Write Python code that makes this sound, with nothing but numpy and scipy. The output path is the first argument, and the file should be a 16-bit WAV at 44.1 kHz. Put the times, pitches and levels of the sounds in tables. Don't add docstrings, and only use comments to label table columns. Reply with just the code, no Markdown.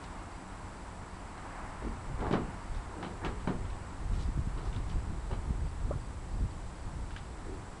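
import sys
import numpy as np
from scipy import signal
from scipy.fft import rfft, irfft, next_fast_len
from scipy.io import wavfile
from scipy.ndimage import map_coordinates

SR = 44100
rng = np.random.default_rng(int(sys.argv[2]) if len(sys.argv) > 2 else 0)


def transcribe(signal):
    frames = np.atleast_2d(signal).T
    limited = np.clip(frames, -1, 1)
    pcm = np.round(limited * 32767).astype(np.int16)
    wavfile.write(sys.argv[1], SR, pcm)


N = 343980
TIME = np.arange(N) / SR
HIT_TIME = TIME[:SR // 3]

# (time [s], level [dB])
TRAFFIC_RIDE = [(0.0, -49), (0.41, -51), (1.17, -51), (1.58, -46.5), (2.13, -50.5), (2.39, -48),
                (2.85, -50.5), (6.5, -54), (7.8, -53)]
# (frequency [Hz], level [dB])
TRAFFIC_EQ = [(100, 1), (450, -11), (700, 0.5), (950, 3.5), (1400, -3), (2100, -9), (3000, -19),
              (6000, -69)]
MURK_EQ = [(40, -22), (120, -2), (300, -0.5), (450, -7), (800, -11), (2000, -83)]
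HISS_EQ = [(500, 1.5), (4000, 4), (6800, 0), (7400, 6), (7800, 1.5), (8300, 6), (8800, -1), (10200, -1),
           (11000, -19)]
# (centre [Hz], half-width [Hz], level [dB])
HUM_BANDS = [(92.9, 8.5, -55), (184.1, 4.6, -60.5), (7800, 80, -72.5)]

# (time [s], level [dB])
BREEZE_RIDE = [(0.0, -51.5), (1.39, -48), (1.58, -48), (2.24, -39.5), (3.1, -48.5), (3.56, -37),
               (3.87, -44.5), (4.13, -37), (5.87, -40), (6.06, -41.5), (6.91, -45), (7.8, -46)]
# (frequency [Hz], level [dB])
RUMBLE_EQ = [(10, -8), (30, 2.5), (60, 0), (100, -6), (160, -13.5), (260, -29), (500, -31), (1500, -79)]
FLUTTER_EQ = [(60, 0.5), (150, 4), (260, -3), (350, -13.5), (600, -30.5), (2000, -75)]
# (time [s], length [s], level [dB])
GUST_CUES = [(1.836, 0.088, -38.5), (2.084, 0.055, -38.5), (2.717, 0.072, -41), (4.114, .19, -36.5),
             (4.354, 0.13, -39), (4.76, 0.045, -34), (4.883, 0.12, -35.5), (5.086, 0.06, -34),
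             (5.465, 0.215, -35), (5.856, 0.12, -33), (6.33, 0.13, -33), (6.862, 0.22, -38.5)]
# (time [s], level [dB], width [s])
EDDY_CUES = [(4.12, -22.5, 0.0034), (4.204, -23.5, .0035), (4.292, -19, .003), (4.377, -18.5, 0.00094),
             (4.392, -18, 0.0019), (4.474, -21, 0.0011), (4.784, -22, 0.0019), (4.962, -16.5, 0.0035),
             (5.089, -22.5, 0.0042), (5.327, -18, .0022), (5.506, -18.5, .0017), (6.413, -23, 0.0013),
             (6.451, -21, 0.0015)]

# (frequency [Hz], t60 [s])
TRAILER_DECAY = [(150, 0.5), (500, 0.38), (1500, 0.2), (4000, 0.25), (10000, 0.072)]
# (time [s], length [s], level [dB])
RUSTLE_CUES = [(.01, 0.046, -57), (2.74, 0.053, -61), (4.111, 0.077, -63), (4.177, 0.075, -54.5),
               (4.628, 0.086, -61), (4.863, 0.08, -61)]
# (time [s], level [dB], pitch [Hz])
TICK_CUES = [(0.0417, -55, 3930), (1.378, -54.5, 4150), (2.747, -51.5, 3650), (3.4018, -57, 3000),
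             (3.6535, -55, 3230), (3.702, -54, 4040), (4.1333, -52, 3800), (4.7285, -50, 3650),
             (4.747, -52, 3400), (4.7629, -48, 3670), (4.8998, -48.5, 3300), (6.509, -58, 4600),
             (7.107, -42, 1480), (7.1637, -39, 1640), (7.163, -44, 3000)]
# (frequency [Hz], level [dB])
SKIRT_EQ = [(800, -30), (2500, 0.5), (4500, 3), (6500, -2.5), (10000, -17)]
STEEL_EQ = [(500, -21), (1400, 4), (2200, 0), (2900, 2), (4000, -3), (5200, -10), (7000, -15.5),
            (11000, -32)]

# (frequency [Hz], level [dB])
BOOM_EQ = [(30, -45), (80, -6), (150, 5.5), (250, 1), (400, -6), (550, -13), (1500, -70)]
BODY_EQ = [(60, -43), (140, -3), (400, 4.5), (560, -4.5), (750, -0.5), (1400, -6.5), (2100, -15),
           (3000, -34), (6000, -61)]
# (frequency [Hz], level [dB], t60 [s])
PANEL_RING = [(242, 9.5, 0.24), (377, 7, 0.17), (420, 3, 0.19), (479, -9, 0.32), (517, 0, 0.16),
              (604, 13, 0.12), (707, -7, 0.085), (811, -19.5, 0.33), (983, -35, 0.27), (1137, -14, 0.18),
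              (1475, -7, 0.039), (1720, -38, 0.4)]
PIN_RING = [(2253, 7, 0.071), (3040, 8, 0.047), (2980, -11, 0.079), (3960, -1, 0.11), (4520, -22, .07)]
# (time [s], length [s], level [dB], high cut [Hz])
SCRAPE_CUES = [(1.831, 0.083, -38, 294), (2.171, 0.14, -35.5, 1700), (2.918, 0.13, -44, 570),
               (3.21, 0.092, -34.5, 2520), (4.639, 0.042, -43.5, 1200), (5.29, 0.06, -42.5, 2800),
               (7.432, 0.17, -45.5, 484)]
# (time [s], rebound gap [s], boom [dB], ring [dB], knock [dB], clack [dB])
CLUNK_CUES = [(1.824, 0.024, -51, -46, -38.5, -55), (2.206, 0.035, -40, -44, -39, -50),
              (2.267, 0.021, -43, -44, -35.5, -54), (2.311, 0.017, -29.5, -31, -35, -44),
              (2.3269, 0.007, -35.5, -33, -34.5, -39.5), (2.337, .015, -29, -25.5, -26.5, -49),
              (3.0281, 0.019, -42.5, -44, -34.5, -43.5), (3.2481, 0.0092, -39.5, -40, -34, -39),
              (3.4741, .016, -31.5, -31, -29.5, -45.5), (4.576, 0.031, -50, -50, -41.5, -51),
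              (5.313, 0.017, -46, -52, -40.5, -49)]


def amp(db):
    return 10 ** (np.asarray(db) / 20)


def unit(x):
    return x / np.sqrt(np.mean(x ** 2) + 1e-20)


def along(points, hz):
    point_hz, values = np.transpose(points)
    return np.interp(np.log(hz + 1), np.log(point_hz + 1), values)


def ride(rows):
    return np.interp(TIME, *np.transpose(rows))


def wobble(rate):
    return map_coordinates(rng.standard_normal(int(N * rate / SR) + 4), [TIME * rate])


def swell(start, hold, attack_s, release_s):
    return np.exp(np.minimum(TIME - start, 0) / attack_s - np.maximum(TIME - start - hold, 0) / release_s)


def add(track, start, sound):
    part = track[max(0, round(start * SR)):][:len(sound)]
    part += sound[:len(part)]


def filtered(x, response):
    size = next_fast_len(len(x) + SR // 2)
    return irfft(rfft(x, size) * response(np.fft.rfftfreq(size, 1 / SR)), size)[:len(x)]


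def noise(eq):
    return unit(filtered(rng.standard_normal(N), lambda hz: amp(along(eq, hz))))


def impulse(eq, size=2048):
    cepstrum = irfft(np.log(amp(along(eq, np.fft.rfftfreq(size, 1 / SR)))))
    cepstrum[1:size // 2] *= 2
    cepstrum[size // 2:] = 0
    click = irfft(np.exp(rfft(cepstrum)))
    return click / np.linalg.norm(click)


def in_trailer(click, direct):
    hz, t, spectrum = signal.stft(rng.standard_normal(len(HIT_TIME)), SR, nperseg=256)
    decay = amp(-60 * t / along(TRAILER_DECAY, hz)[:, None])
    tail = signal.istft(spectrum * decay, SR, nperseg=256)[1][:len(HIT_TIME)]
    tail *= 1 + 0.47 * np.exp(-HIT_TIME / 0.0065)
    tail[0] -= direct
    return signal.fftconvolve(tail, click)[:len(HIT_TIME)]


def ring(modes, scatter_db):
    draws = rng.standard_normal((len(modes), 2))
    tones = 0
    for (hz, db, t60), (strength, polarity) in zip(modes, draws):
        envelope = amp(db + scatter_db * strength - 60 * HIT_TIME / t60)
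        tones += np.sign(polarity) * envelope * np.sin(2 * np.pi * hz * HIT_TIME)
    return tones / np.sqrt(sum(amp(db) ** 2 for hz, db, t60 in modes))


def friction(length, response, slips_per_s):
    slipping = rng.random(len(HIT_TIME)) < slips_per_s / SR
    slips = unit(slipping * rng.standard_normal(len(HIT_TIME)))
    pressure = np.sin(np.pi * np.clip(HIT_TIME / length, 0, 1))
    return signal.fftconvolve(slips * pressure, response / np.linalg.norm(response))


def background():
    drift_db = 0.4 * wobble(6)
    traffic = amp(ride(TRAFFIC_RIDE) + 1.0 + drift_db) * noise(TRAFFIC_EQ)
    murk = amp(-52.5 + 0.9 * drift_db) * noise(MURK_EQ)
    hums = np.zeros(N)
    for centre, half_width, db in HUM_BANDS:
        band = filtered(rng.standard_normal(N), lambda hz: 1 / (1 + ((hz - centre) / half_width) ** 4))
        hums += amp(db) * unit(band)
    return traffic + murk + hums + amp(-60.5) * noise(HISS_EQ)


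def cricket(chirps_per_s=2.65, pitch_hz=4730):
    cycle = chirps_per_s * (TIME - 0.04) + 0.077 * wobble(1.0)
    chirp = np.clip(0.82 * np.cos(2 * np.pi * cycle), 0, 1)
    syllable = np.cos(8 * np.pi * cycle) ** 4
    tone = np.sin(2 * np.pi * np.cumsum(pitch_hz + 12 * wobble(40)) / SR)
    return amp(-63.5) * chirp * syllable * tone


def breeze(strong_gust_db=-27, flutter_db=-8.5, flutter_growth=1.63):
    gust = sum(amp(db) * swell(start, length, attack_s=0.011, release_s=0.018)
               for start, length, db in GUST_CUES)
    lull = amp(ride(BREEZE_RIDE) + 1.5 + 1.5 * wobble(13))
    out = np.hypot(lull, gust) * noise(RUMBLE_EQ)
    strength = gust / amp(strong_gust_db)
    turbulence = amp(strong_gust_db + flutter_db + 3 * wobble(30)) * strength ** flutter_growth
    middle = HIT_TIME.mean()
    lag = HIT_TIME - middle
    for time, db, width in EDDY_CUES:
        spread = (lag / width) ** 2
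        thump = np.exp(-spread / 18) / 3 - np.exp(-spread / 2)
        breakup = amp(2 * db - 1.0) * np.exp(-(lag / 0.0096) ** 2)
        add(out, time - middle, amp(db) * thump)
        add(turbulence, time - middle, breakup)
    return out + turbulence * noise(FLUTTER_EQ)


def skirt_buckle(peak_s=5.914, peak_hz=500, top_hz=604, octaves_per_s=80):
    octaves = np.clip(octaves_per_s * (TIME - peak_s), -2, np.log2(top_hz / peak_hz))
    jitter = 1 + 0.105 * wobble(300)
    phase = 2 * np.pi * np.cumsum(peak_hz * 2 ** octaves * jitter) / SR
    edges = dict(attack_s=0.014, release_s=0.005)
    squeak = swell(peak_s, hold=0, **edges) * np.sin(phase)
    overtone = amp(-15.5) * swell(peak_s, hold=0.026, **edges) * np.sin(2 * phase)
    roughness = 1 + 0.32 * wobble(400)
    return amp(-31) * roughness * (squeak + overtone)


def skirt_rustles():
    out = np.zeros(N)
    for start, length, db in RUSTLE_CUES:
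        crinkle = in_trailer(impulse(SKIRT_EQ), direct=33)
        add(out, start, amp(db) * friction(length, crinkle, slips_per_s=1000))
    return out


def fitting_ticks(t60_s=0.016):
    out, steel = np.zeros(N), impulse(STEEL_EQ)
    for start, db, hz in TICK_CUES:
        ping = np.sin(2 * np.pi * hz * HIT_TIME) * amp(3.5 - 60 * HIT_TIME / t60_s)
        crack = amp(-7.0) * hz / 3500 * in_trailer(steel, direct=6.6)
        add(out, start, amp(db) * (ping + crack))
    return out


def panel_scrapes():
    out, body = np.zeros(N), impulse(BODY_EQ)
    for start, length, db, high_cut_hz in SCRAPE_CUES:
        contact = signal.butter(2, [190, high_cut_hz], "band", fs=SR, output="sos")
        grain = signal.sosfilt(contact, in_trailer(body, direct=49))
        add(out, start, amp(db) * friction(length, grain, slips_per_s=1200))
    return out


def panel_clunks(rebound_loss_db=5.5, clack_lift_db=0.5):
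    out = np.zeros(N)
    flex, body, steel = impulse(BOOM_EQ), impulse(BODY_EQ), impulse(STEEL_EQ)
    for start, gap, boom_db, ring_db, knock_db, clack_db in CLUNK_CUES:
        for bounce in range(3):
            boom = amp(boom_db - 5.0) * in_trailer(flex, direct=40)
            modes = amp(ring_db - 3.5) * ring(PANEL_RING, scatter_db=3.0)
            knock = amp(knock_db - 5.5) * in_trailer(body, direct=17)
            crack = amp(-7.0) * in_trailer(steel, direct=12)
            pin = amp(-3.5) * ring(PIN_RING, scatter_db=5.0)
            clack = amp(clack_db + bounce * clack_lift_db) * (crack + pin)
            hit = boom + modes + knock + clack
            add(out, start + bounce * gap, amp(-bounce * rebound_loss_db) * hit)
    return out


def scene():
    divider = panel_clunks() + panel_scrapes() + fitting_ticks() + skirt_buckle() + skirt_rustles()
    return (divider + breeze() + cricket() + background())[None]


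def record(dry, high_cut_hz=11400):
    return np.array([filtered(channel, lambda hz: hz < high_cut_hz) for channel in dry])


dry = scene()
out = record(dry)
transcribe(out)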